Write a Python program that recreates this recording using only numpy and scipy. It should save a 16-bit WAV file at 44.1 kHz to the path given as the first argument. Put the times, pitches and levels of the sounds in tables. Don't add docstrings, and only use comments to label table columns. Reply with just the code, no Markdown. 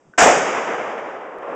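import sys
import numpy as np
from scipy import signal
from scipy.fft import rfft, irfft
from scipy.io import wavfile

SR = 44100
rng = np.random.default_rng(int(sys.argv[2]) if len(sys.argv) > 2 else 0)


def to_wav(s):
    ch = np.atleast_2d(s).T
    pcm = np.round(np.clip(ch, -1, 1) * 32767)
    wavfile.write(sys.argv[1], SR, pcm.astype(np.int16))


N = 68355

SHOT_S = 0.17685
ROLL_FLICKER_DB, ROLL_FLICKER_S = 0.37, 0.0035


def amp(db):
    return 10 ** (np.asarray(db) / 20)


def unit_level(x):
    return x / np.sqrt(np.mean(x ** 2) + 1e-20)


def look_up(points, hz):
    f, value = np.transpose(points)
    return np.interp(np.log(hz + 1), np.log(f + 1), value)


def since(start):
    return np.maximum(np.arange(N) / SR - start, 0)


def envelope(start, rise, hold, fall_db_per_s):
    t = since(start)
    return np.minimum(t / rise, 1) * amp(-fall_db_per_s * np.maximum(t - hold, 0))


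def colour(x, points):
    log_gain = np.log(amp(look_up(points, abs(np.fft.fftfreq(4096, 1 / SR)))))
    taps = np.fft.ifft(np.exp(np.conj(signal.hilbert(log_gain)))).real
    return signal.fftconvolve(x, taps[:len(taps) * 3 // 4])[:N]


def noise(tone):
    return unit_level(colour(rng.standard_normal(N), tone))


def flicker(db, seconds):
    knots = rng.standard_normal(N)
    return amp(db * np.interp(np.arange(N) / SR / seconds, np.arange(N), knots))


def air():
    # (frequency [Hz], relative level [dB])
    tone = [(30, -17), (120, -3), (400, 8.5), (650, 4.5), (1300, -3.5), (3000, -16), (7000, -15),
            (10000, -16)]
    return amp(-56.5) * noise(tone)


def shuffle():
    # (frequency [Hz], relative level [dB])
    tone = [(25, -4), (90, -3), (180, 8), (400, -4), (900, -22), (3000, -36), (9000, -47)]
    return amp(-55) * noise(tone) * envelope(0.051, rise=.004, hold=0.05, fall_db_per_s=1200)


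def pings():
    # (time [s], pitch [Hz], level [dB], rise [s], fade [dB/s])
    rings = [(.133, 1500, -47, .005, 600), (.38, 8050, -15.5, .0006, 7000)]
    out = np.zeros(N)
    for start, hz, db, rise, fall in rings:
        note = np.sqrt(2) * np.sin(2 * np.pi * hz * since(start))
        out += amp(db) * envelope(start, rise, rise, fall) * note
    return out * flicker(db=5.5, seconds=0.0011)


def blast():
    # (frequency [Hz], relative level [dB])
    tone = [(30, -30), (80, -46.5), (160, -11), (400, -4), (700, 0.5), (1100, -2), (1500, -1), (2500, -7.5),
            (3500, -14.5), (7000, -9.5), (10000, -14.5)]
    rise_s = .008
    crack = amp(-21) * envelope(SHOT_S, rise=0.0018, hold=.002, fall_db_per_s=701)
    body = amp(-7) * envelope(SHOT_S, rise_s, hold=0.058, fall_db_per_s=111)
    body *= np.minimum(since(SHOT_S) / rise_s, 1)
    return noise(tone) * (crack + body) * flicker(db=1.0, seconds=0.0016)


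def boom():
    # (pitch [Hz], width [Hz], level [dB], rise [s], fade begins after [s], fade [dB/s])
    bands = [(719, 153, -13, 0.043, 0.13, 163), (482, 186, -20.5, 0.079, 0.17, 138),
             (265, 47, -25, 0.16, 0.11, 140), (173, 50, -38.5, 0.044, 0.21, 88),
             (29.8, 23, -47, .05, 0.033, 259)]
    f, out = np.fft.rfftfreq(N, 1 / SR), np.zeros(N)
    for hz, width, db, rise, hold, fall in bands:
        peak = 1 / (1 + ((f - hz) / width) ** 2) ** 2
        band = irfft(rfft(rng.standard_normal(N)) * peak, N)
        out += amp(db) * unit_level(band) * envelope(SHOT_S, rise, hold, fall)
    return out


def roll():
    # (frequency [Hz], relative level [dB])
    tone = [(30, -47), (70, -48.5), (110, -21.5), (200, -9), (330, -3.5), (500, 3), (700, 1), (1000, -1),
            (1600, -1.5), (2400, -5), (3500, -14), (7000, -7), (10000, -26)]
    # (frequency [Hz], fade [dB/s])
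    fades = [(50, 9.8), (150, 17.6), (500, 11.6), (1000, 13.5), (2000, 21.24), (3300, 25.8), (5000, 37),
             (7500, 46.7)]
    hz, t, spectrum = signal.stft(noise(tone), SR, nperseg=512, noverlap=384)
    spectrum *= amp(-look_up(fades, hz)[:, None] * np.maximum(t - SHOT_S, 0))
    tail = signal.istft(spectrum, SR, nperseg=512, noverlap=384)[1][:N]
    fade_in = np.minimum(since(SHOT_S) / 0.13, 1)
    return amp(-15.5) * tail * fade_in * flicker(ROLL_FLICKER_DB, ROLL_FLICKER_S)


def echoes():
    # (time [s], level [dB], length before fading [s])
    arrivals = [(0.256, -11.5, 0.043), (0.461, -22, 0.037), (0.545, -22.5, 0.044), (0.668, -26, 0.08),
                (0.776, -30.5, .14), (0.972, -30, 0.022), (1.043, -38, .11), (1.25, -42, 0.0079),
                (1.419, -36.5, 0.013)]
    # (frequency [Hz], relative level [dB])
    tone = [(40, -53.5), (130, -18), (300, -4.5), (600, 3.5), (1100, -1.5), (2200, -8), (4000, -27.5),
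            (8000, -36)]
    slaps = sum(amp(db) * envelope(start, rise=.006, hold=length, fall_db_per_s=730)
                for start, db, length in arrivals)
    return noise(tone) * slaps


def clicks():
    # (time [s], level before filtering [dB], treble limit [Hz])
    ticks = [(1.093, -38, 5000), (1.386, -36, 15000)]
    decay_s, out = 0.00061, np.zeros(N)
    for start, db, top_hz in ticks:
        t = since(start)
        pulse = amp(db) * (t > 0) * np.exp(-t / decay_s)
        out += signal.sosfilt(signal.butter(6, top_hz, fs=SR, output="sos"), pulse)
    return out


def far_slope():
    # (frequency [Hz], relative level [dB])
    tone = [(30, -44), (120, -29.5), (250, -11), (380, -3), (530, 2.5), (800, -6.5), (1100, -5),
            (2200, -19), (3500, -35.5), (7000, -48), (10000, -50)]
    swell = amp(-27.5) * envelope(1.363, rise=0.15, hold=0.15, fall_db_per_s=20)
    return noise(tone) * swell * flicker(ROLL_FLICKER_DB, ROLL_FLICKER_S)


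def scene():
    return (air() + shuffle() + pings() + blast() + boom() + roll() + echoes() + far_slope())[None]


def record(dry):
    # (frequency [Hz], gain [dB])
    microphone = [(20, 0), (2900, 0), (3500, -2), (3950, -9), (4190, -21), (4450, -10), (4850, -4),
                  (6000, -1), (7300, 0), (10000, -3)]
    # (frequency [Hz], gain [dB])
    treble_loss = [(20, -0.5), (7550, -0.5), (8000, -5.5), (8450, -10.5), (8800, -20.5), (9150, -43),
                   (9700, -65)]
    overload_level, hardness, clip_level, top_hz = .95, 3, .72, 15800
    heard = colour(dry[0], microphone)
    squashed = heard / (1 + abs(heard / overload_level) ** hardness) ** (1 / hardness)
    clipped = np.clip(colour(squashed, treble_loss) + clicks(), -clip_level, clip_level)
    low_pass = signal.firwin(1023, top_hz, window=("kaiser", 9), fs=SR)
    return signal.fftconvolve(clipped, low_pass, "same")[None]


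dry = scene()
out = record(dry)
to_wav(out)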